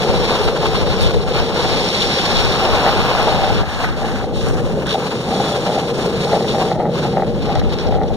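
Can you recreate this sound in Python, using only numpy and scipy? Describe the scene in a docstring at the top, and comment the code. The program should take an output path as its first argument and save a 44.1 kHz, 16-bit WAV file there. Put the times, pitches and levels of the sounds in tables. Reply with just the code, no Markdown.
"""On a rough asphalt road, a longboard rolls fast downhill, heard from a camera in its rider's hand.
The road's texture forces wheels and deck into vibration; bumps and coarse patches rattle the trucks.
In the turns and one long slide, friction makes the wheels roar, hiss, skid and faintly squeal,
while chippings crunch and loose stones snap from under them.
Turbulent wind buffets the two ports of the microphone."""
import sys
import numpy as np
from scipy import signal
from scipy.fft import rfft, irfft, next_fast_len
from scipy.io import wavfile
from scipy.ndimage import map_coordinates

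SR = 44100
rng = np.random.default_rng(int(sys.argv[2]) if len(sys.argv) > 2 else 0)


def unload_audio(sound):
    """Save the sound as a 16-bit wav file, at the path given as the first command line argument."""
    columns = np.transpose(np.atleast_2d(sound))
    # keep every value between -1 and 1, then stretch to whole-number steps
    steps = np.round(np.clip(columns, -1, 1) * 32767)
    wavfile.write(sys.argv[1], SR, steps.astype(np.int16))


N = 359856

# the long slide hisses first and roars as the wheels dig in:
# (time [s], relative roar level [dB], relative hiss level [dB])
LONG_SLIDE = [(1.53, -26, -33), (1.57, -26, -27.5), (2.0, -30.5, -25), (2.35, -25.5, -24.5),
              (2.56, -24.5, -27.5), (2.73, -22.5, -28.5), (2.98, -21.5, -28.5), (3.09, -22.5, -29.5),
              (3.46, -26, -30.5), (3.62, -28.5, -33.5)]
LEAN_S = 0.1  # a turn or slide builds up
PATCH_RISE_S, PATCH_FALL_S = 0.016, 0.042
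SKID_RISE_S, SKID_FALL_S = 0.014, 0.026


def rolling():
    """Forced vibration: the road's texture shakes the wheels in lumps and drums on the deck's modes."""
    # road excitation: (time [s], relative rumble level [dB], relative drone level [dB])
    excitation = [(0, -27, -18.5), (.25, -27.5, -18.5), (1.15, -27.5, -21), (2.8, -28, -23.5),
                  (3.58, -29, -24), (3.7, -32, -37), (4.3, -26.5, -24), (4.8, -25, -20.5), (5, -28, -26),
                  (5.4, -25.5, -21.5), (6.45, -26, -21), (6.6, -23, -17), (6.75, -25, -24.5),
                  (7, -23.5, -19.5), (7.5, -25, -24), (7.75, -27.5, -24), (8.16, -24.5, -22.5)]
    # wheel rumble: (frequency [Hz], spectral level [dB])
    rumble_spectrum = [(25, -53), (70, -5.5), (105, -7.5), (140, -1), (195, 2), (290, -3.5), (380, -4.5),
                       (600, -32), (1500, -87)]
    # resonances of wheels and deck: (frequency [Hz], bandwidth [Hz], gain [dB])
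    wheel_modes = [(138.8, 20, 4), (182.4, 38, 0.5)]
    deck_modes = [(343, 48, -6.5), (410.7, 50, 0.5), (467, 59.4, 4), (577, 133, -4)]
    rumble_db, drone_db = curves(excitation)
    rumble = amp(rumble_db + 0.5 + 1.3 * wobble(22)) * coloured(noise(), rumble_spectrum)
    hum_db = steeper(rumble_db, slope=2.8) + 0.5  # the wheels hum when driven hard
    hum = amp(hum_db) * unit(ring(noise(), wheel_modes))
    deck = unit(ring(contacts(rate=900, spread_db=3.5), deck_modes))
    drone = amp(drone_db - 0.9 + 0.3 * wobble(30)) * deck
    return rumble + hum + drone


def chatter(roar_db):
    """Impact excitation: blows ring the trucks' damped modes, more under load and on coarse asphalt."""
    # coarse patches: (start [s], duration [s], relative level [dB])
    patches = [(.44, 0.045, -28), (2.6, 0.25, -20), (3.17, 0.36, -21), (4.02, 0.13, -25.5),
               (4.93, 0.059, -27), (5.27, 0.29, -22), (5.65, 0.16, -18), (6.32, 0.055, -12.5),
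               (6.53, 0.368, -20.5), (7.13, 0.042, -21), (7.47, 0.064, -20), (7.83, 0.23, -23)]
    # hard bumps: (time [s], relative knock level [dB], relative clack level [dB])
    bumps = [(0.101, -11.5, -22), (0.476, -9.5, -21), (0.631, -9, -24), (1.646, -12, -19), (2.863, -2, -10),
             (2.878, -9, -17), (2.892, -6, -16), (3.151, -5.5, -17), (3.198, -8, -18), (3.271, -3.5, -18),
             (3.443, -12, -22), (3.475, -10, -20), (3.632, -10, -24), (3.841, -13, -18), (4.017, -11, -25),
             (4.241, -10.5, -29), (4.944, -5, -25), (5.401, -7, -28), (6.271, -11.5, -26),
             (6.317, -11, -28), (6.339, -6, -26), (6.406, -11, -26), (6.444, -12, -23), (6.545, -9, -25),
             (6.583, -11, -23), (6.622, -9, -26), (6.715, -3.5, -18), (6.756, -13, -30), (6.8, -5, -26),
             (6.821, -15, -27), (6.854, -7, -24), (7.051, -7.5, -24), (7.17, -2, -18), (7.197, -9, -22),
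             (7.222, -5, -18.5), (7.493, -11, -24), (7.555, -7, -19), (7.572, -10, -24), (7.615, -13, -21),
             (7.924, -9, -27), (7.941, -11, -24), (7.985, -11, -28), (8.015, -7.5, -22), (8.034, -12, -29),
             (8.104, -12, -36)]
    # a truck's low and high resonances: (frequency [Hz], bandwidth [Hz], gain [dB])
    knock_modes = [(470, 160, -12), (613, 56, -3), (780, 109, -1.5), (857, 182, -9.5)]
    clack_modes = [(1170, 280, -1), (1420, 330, -1), (1880, 380, -2)]
    idle_power, load_power = amp(-34) ** 2, amp(roar_db - 6) ** 2
    level_db, = decibels(idle_power + load_power + swells(patches, PATCH_RISE_S, PATCH_FALL_S))
    taps = contacts(rate=340, spread_db=2.4)[0] * amp(level_db + 1.5 * wobble(35))
    knocks, clacks = amp(22) * taps, amp(-3.5) * taps
    flights_s = 0.007 * (0.5 + rng.random(len(bumps)))
    for (start, knock_db, clack_db), flight in zip(bumps, flights_s):
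        for at, blow_db in ((start, 0), (start + flight, -5.5)):  # the blow and one weaker rebound
            knocks[round(at * SR)] += amp(knock_db + 40.5 + blow_db)
            clacks[round(at * SR)] += amp(clack_db + 34.5 + blow_db)
    ringing = ring(knocks, knock_modes) + ring(clacks, clack_modes)
    return filtered(ringing, lambda hz: 1 / (1 + (hz / 2200) ** 14))  # soft bushings cushion each blow


def side_load():
    """Incoherent sources add in power: roar, hiss and grit [dB] from straight running, turns and slide."""
    # scrub while running straight: (time [s], hiss level [dB])
    straight_hiss = [(0, -30), (1.4, -33), (4.3, -41.5), (6.85, -43), (7.33, -37), (7.98, -45.5),
                     (8.16, -41)]
    # turns and shoves: (start [s], duration [s], roar level [dB], hiss level [dB], grit level [dB])
    turns = [(0, 0.52, -22.5, -25, -37.5), (.57, 0.66, -26.5, -26, -40), (1.3, 0.3, -25, -26.5, -41),
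             (3.14, 0.13, -24, -28, -38), (3.66, 0.27, -26.5, -33, -40), (3.96, 0.27, -29.5, -33.5, -40),
             (4.36, 0.23, -29.5, -35.5, -36), (4.6, 0.47, -30.5, -41, -43), (4.96, 0.65, -31.5, -33, -40),
             (5.3, 0.63, -27.5, -29.5, -36.5), (5.95, 0.17, -24.5, -28, -34.5),
             (6.17, 0.55, -28, -28.5, -36), (6.93, 0.22, -27.5, -30.5, -40.5), (7.43, 0.16, -29, -31, -46),
             (7.66, 0.27, -30.5, -33, -46.5)]
    straight_db, = curves(straight_hiss)
    straight = amp([straight_db + 3.5, straight_db, straight_db - 9])
    roar_db, hiss_db = curves(LONG_SLIDE)
    slide = amp([roar_db + 4, hiss_db + 5, hiss_db - 7.5])
    return decibels(straight ** 2 + swells(turns, LEAN_S, fall_s=0.2) + sliding() * slide ** 2)


def sliding():
    """Kinetic friction: 1 during the long slide, falling quickly to 0 as the wheels grip again."""
    start, end = LONG_SLIDE[0][0], LONG_SLIDE[-1][0]
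    return swells([(start, end - start, 0)], LEAN_S, fall_s=0.06)[0]


def tread(roar_db, hiss_db, grit_db):
    """Contact noise: countless tiny impacts of hard wheels on chippings merge into roar, hiss and grit."""
    # road roar, scrub hiss and fine grit: (frequency [Hz], spectral level [dB])
    roar_spectrum = [(250, -6.5), (550, 0), (900, 3), (1400, -0.5), (2000, -8), (2800, -2.5), (5000, -35.5)]
    hiss_spectrum = [(1200, -17), (2100, 3.5), (2900, -0.5), (3500, 4), (4150, 4.5), (4800, -0.5),
                     (5600, -11), (6800, -18.5), (9000, -40), (15000, -42)]
    grit_spectrum = [(2000, -24.5), (4500, 10), (6600, 7), (8000, 3), (10500, -2.5), (13000, -12),
                     (14300, -11), (15500, -30)]
    # the grip comes and goes, less so in the slide, which is one dense scrape
    uneven = 1 - 0.55 * sliding()
    flutter = uneven * unit(wobble(70) + 0.6 * wobble(24) + 0.2 * wobble(10))
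    roar_gain = amp(roar_db + 2 * uneven * wobble(60) + 2.06 * flutter)
    roar = roar_gain * coloured(contacts(rate=2500, spread_db=1.5), roar_spectrum)
    hiss = amp(hiss_db + 2.14 * flutter) * coloured(contacts(rate=6000, spread_db=4.5), hiss_spectrum)
    grit = amp(grit_db + 1.55 * flutter) * coloured(noise(), grit_spectrum)
    return roar + hiss + grit


def crunches(hiss_db):
    """Brittle fracture: a chipping cracks at once under a wheel, then crumbles with exponential decay."""
    # big chippings: (time [s], level [dB])
    chippings = [(.25, -22), (1.068, -21), (1.418, -24), (4.411, -26), (5.667, -22), (6.601, -26),
                 (7.553, -23), (7.594, -21), (7.735, -28), (7.786, -21.5), (7.797, -22.5), (7.866, -25),
                 (8.033, -33), (8.079, -28)]
    # crumbling stone: (frequency [Hz], spectral level [dB])
    spectrum = [(900, -8), (1600, 0), (2400, -4), (3800, 1), (4700, -4), (5800, -6), (7000, -22),
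                (15000, -42)]
    decay_s = 0.008
    crumble = lambda x: signal.lfilter([1], [1, -np.exp(-1 / (decay_s * SR))], x)
    small_cracks = np.abs(contacts(rate=26, spread_db=2.2)[0])
    small = amp(0.9 * hiss_db - 15.5) * unit(crumble(small_cracks))  # louder under load
    big_cracks = np.zeros(N)
    for at, db in chippings:
        big_cracks[round(at * SR)] += amp(db)
    return (small + crumble(big_cracks)) * coloured(contacts(rate=4000, spread_db=2), spectrum)


def sizzle(hiss_db):
    """Sliding friction: wheels dragged hard add a bright edge to the hiss and at times spray up grit."""
    # sprays of grit: (start [s], duration [s], level [dB])
    sprays = [(.42, .05, -37), (1.01, 0.033, -30), (4.89, 0.073, -40)]
    # bright edge and flying grit: (frequency [Hz], spectral level [dB])
    edge_spectrum = [(3500, -38), (4700, 2), (5450, 8), (6100, -6), (7500, -36), (11000, -33), (15000, -46)]
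    spray_spectrum = [(3000, 4), (6000, -10), (9000, 1), (12000, -9), (15500, -16)]
    edge_db = steeper(hiss_db, slope=1.62) - 10.5
    edge = amp(edge_db) * coloured(contacts(rate=3900, spread_db=15.5), edge_spectrum)
    spray_power, = swells(sprays, PATCH_RISE_S, PATCH_FALL_S)
    return edge + np.sqrt(spray_power) * coloured(contacts(rate=1800, spread_db=4), spray_spectrum)


def scuffs():
    """Roughness noise: a wheel's edge rubs over the chippings with a dull, grainy rasp."""
    # rubs of the edge: (start [s], duration [s], level [dB])
    rubs = [(3.17, 0.026, -21.5), (3.56, 0.404, -31), (3.838, 0.032, -20), (4.02, 0.21, -31.5),
            (4.42, 0.2, -34.5), (4.86, 0.076, -28.5), (7.02, 0.022, -32)]
    # dull rasp: (frequency [Hz], spectral level [dB])
    spectrum = [(700, -22), (1100, -5.5), (1550, 0), (1900, -2), (2400, -10), (5000, -41)]
    power, = swells(rubs, PATCH_RISE_S, PATCH_FALL_S)
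    return np.sqrt(power) * coloured(contacts(rate=2500, spread_db=7), spectrum)


def skids():
    """Stick-slip friction: a wheel breaks loose, rasps in tiny jerks and grips again."""
    # short sideways slips: (start [s], duration [s], level [dB])
    slips = [(1.005, .07, -23.5), (1.925, .04, -23.5), (2.003, .034, -15.5), (2.18, .045, -21),
             (2.35, .07, -20.5), (3.836, .04, -32), (4.335, .115, -32.5), (4.858, .03, -28),
             (4.885, .07, -20.5), (6.48, .045, -27)]
    # bright rasp: (frequency [Hz], spectral level [dB])
    spectrum = [(1200, -22), (2200, -11), (2700, -3), (3100, -2.5), (3700, 0), (4300, -4), (5000, -12),
                (5600, -12), (7000, -23), (9000, -27), (15000, -41)]
    power, = swells(slips, SKID_RISE_S, SKID_FALL_S)
    envelope = np.sqrt(power) * amp(1.5 * wobble(200))
    return envelope * coloured(contacts(rate=3500, spread_db=3), spectrum)


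def stones():
    """A brief impulse has a broad spectrum: stones snap from under a wheel with dry, bright ticks."""
    # loose stones: (time [s], starting level [dB])
    snaps = [(1.546, -26), (2.377, -24), (3.23, -17), (3.841, -28), (4.486, -18), (4.869, -19),
             (4.944, -27), (7.554, -25), (8.033, -36)]
    # tick: (frequency [Hz], spectral level [dB])
    spectrum = [(800, -15), (2500, 4), (9000, -2), (15000, -27)]
    t60_s = 0.007
    t = np.arange(SR // 20) / SR
    envelope = np.zeros(N)
    for at, db in snaps:
        envelope[round(at * SR):][:len(t)] += amp(db - 60 * t / t60_s)
    return envelope * coloured(noise(), spectrum)


def squeal():
    """Friction-excited resonance: stick and slip faintly ring one narrow mode of a wheel."""
    # spurts of squeal: (start [s], duration [s], level [dB])
    spurts = [(5.33, .07, -35.5), (5.44, .065, -32), (5.52, .04, -29), (5.69, .04, -35)]
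    mode_hz, bandwidth_hz = 3430, 55
    power, = swells(spurts, SKID_RISE_S, SKID_FALL_S)
    return np.sqrt(power) * unit(ring(noise(), [(mode_hz, bandwidth_hz, 0)]))


def wind():
    """Turbulent pressure: eddies push on the two ports in quick lumps, mostly in opposite senses."""
    # buffeting between gusts: (time [s], relative level [dB])
    airflow = [(0.0, -26.5), (1.75, -21.5), (1.93, -31), (2.15, -31), (2.38, -21), (3.45, -21), (3.72, -26),
               (4.75, -21.5), (5.0, -36), (6.9, -34), (7.5, -23), (8.16, -20)]
    # gusts on the microphone: (start [s], duration [s], relative level [dB])
    gusts = [(.09, 0.14, -18), (.39, .11, -22), (.75, 0.18, -19), (1.01, 0.081, -17.5), (1.14, .06, -18),
             (2.42, .09, -22), (2.79, .05, -20), (3.5, 0.13, -16.5), (3.83, 0.089, -17.5),
             (4.43, 0.14, -18), (4.63, 0.042, -18), (7.52, 0.17, -16.5), (7.85, 0.13, -17)]
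    # eddy pressure: (frequency [Hz], spectral level [dB])
    spectrum = [(12, -14), (30, 1.5), (55, -3.5), (100, -2.5), (170, -13), (300, -17.5), (600, -30),
                (1500, -67)]
    steady_db, = curves(airflow)
    buffet_db, = decibels(amp(steady_db) ** 2 + swells(gusts, rise_s=0.017, fall_s=0.014))
    common, opposed = coloured(noise(), spectrum) * unit(amp(2.4 * wobble(28))) * amp(buffet_db)
    return np.array([amp(2) * opposed, -amp(-0.96) * opposed]) + amp(-18) * common


def ports(pair):
    """Partial coherence: two unrelated signals mix into left and right, offset in phase and level."""
    # likeness of the road's sound at the two ports: (frequency [Hz], coherence [0-1])
    coherence = [(150, .95), (500, .99), (1300, .97), (1750, .6), (2400, .93), (3200, .8), (3800, .95),
                 (5000, .8), (6300, .45), (7800, .8), (10000, .45), (15000, .3)]
    # phase between the ports: (frequency [Hz], lead of left [rad])
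    lead = [(700, 0), (1700, 0.4), (1850, -2.6), (2700, -3.2), (3750, -6.3), (4700, -9.3), (5700, -12.2),
            (6200, -13.9), (7000, -11.8), (7400, -9.9), (8000, -9), (8700, -6.4), (10200, -3.2),
            (11700, 0.2), (12700, 3.1), (15300, 8.5)]
    # balance of the ports: (frequency [Hz], left minus right [dB])
    balance = [(200, -1.5), (500, 2.5), (1200, 3), (1650, -3.5), (2300, 2.25), (4000, 1), (5700, -2.5),
               (7500, 0.5), (12000, 4.5)]
    angle = lambda hz: np.arccos(np.clip(along(coherence, hz), 0, 1)) / 2
    mid, side = filtered(pair, lambda hz: np.array([np.cos(angle(hz)), np.sin(angle(hz))]))
    left_gain = lambda hz: amp(along(balance, hz) / 2) * np.exp(1j * along(lead, hz) / 2)
    left_right = np.array([mid + side, mid - side])
    return filtered(left_right, lambda hz: np.array([left_gain(hz), 1 / left_gain(hz)]))


def amp(db):
    """Decibels to amplitude ratio."""
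    return 10 ** (np.asarray(db) / 20)


def decibels(power):
    """Power ratio to decibels."""
    return 10 * np.log10(power)


def unit(x):
    """Normalisation to rms 1."""
    return x / np.sqrt(np.mean(x ** 2) + 1e-20)


def steeper(level_db, slope):
    """Dynamic expansion: the level keeps its maximum and falls slope times as far below it."""
    return level_db.max() + slope * (level_db - level_db.max())


def along(points, hz):
    """Interpolation of (frequency [Hz], value) points on a logarithmic frequency axis."""
    frequencies, values = np.transpose(points)
    return np.interp(np.log(hz + 1), np.log(frequencies + 1), values)


def curves(rows):
    """Linear interpolation of (time [s], values...) rows: one curve per value column."""
    times, *columns = np.transpose(rows)
    return [np.interp(np.arange(N) / SR, times, column) for column in columns]


def swells(rows, rise_s, fall_s):
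    """Power envelopes of (start [s], duration [s], levels [dB]...) rows, one per level column."""
    t = np.arange(N) / SR
    power = 0
    for start, length, *levels_db in rows:
        gate = np.clip(np.minimum((t - start) / rise_s, (start + length - t) / fall_s) + 0.5, 0, 1)
        power = power + np.outer(amp(levels_db) ** 2, gate ** 2)
    return power


def wobble(rate):
    """Random modulation: a smooth curve through rate Gaussian knots a second."""
    knots = rng.standard_normal(int(N * rate / SR) + 4)
    return map_coordinates(knots, [np.arange(N) * rate / SR])


def noise():
    """Two uncorrelated white noises."""
    return rng.standard_normal((2, N))


def contacts(rate, spread_db):
    """Shot noise: two random trains of about rate impacts a second, log-normal in size, at rms 1."""
    size = amp(spread_db * np.clip(noise(), -2, 2)) * np.sign(noise())
    return unit(size * (rng.random(N) < rate / SR))


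def filtered(x, response):
    """Linear filtering: the spectrum of x is multiplied by a complex frequency response."""
    size = next_fast_len(N + SR // 2)
    return irfft(rfft(x, size) * response(np.fft.rfftfreq(size, 1 / SR)), size)[..., :N]


def coloured(x, spectrum):
    """Spectral shaping of x, at rms 1."""
    return unit(filtered(x, lambda hz: amp(along(spectrum, hz))))


def ring(x, modes):
    """Modal superposition: x drives damped resonators, summed with alternating signs."""
    def response(hz):
        return sum((-1) ** k * amp(db) * 1j * hz * width / (centre ** 2 - hz ** 2 + 1j * hz * width)
                   for k, (centre, width, db) in enumerate(modes))
    return filtered(x, response)


def scene():
    """Superposition of road noise, wind and truck chatter (in phase, slightly louder on the left)."""
    roar_db, hiss_db, grit_db = side_load()
    road = rolling() + tread(roar_db, hiss_db, grit_db) + crunches(hiss_db) + sizzle(hiss_db)
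    road += scuffs() + skids() + squeal() + stones()
    return ports(road) + chatter(roar_db) * amp([[0.7], [-0.7]]) + wind()


def record(dry):
    """Filtering and soft saturation: the camera colours the sound, rounds its peaks and limits its band."""
    # response of the camera's housing: (frequency [Hz], gain [dB])
    housing = [(255, 0), (300, -1), (345, 0.5), (630, -1.5), (688, -2), (735, 0.5), (2000, -2.5),
               (2450, -2.5), (2900, -1.5)]
    band_limit_hz = 15500
    heard = filtered(dry, lambda hz: amp(along(housing, hz)))
    rounded = heard / (1 + np.abs(heard) ** 6) ** (1 / 6)
    return filtered(rounded, lambda hz: hz < band_limit_hz)


dry = scene()
out = record(dry)
unload_audio(out)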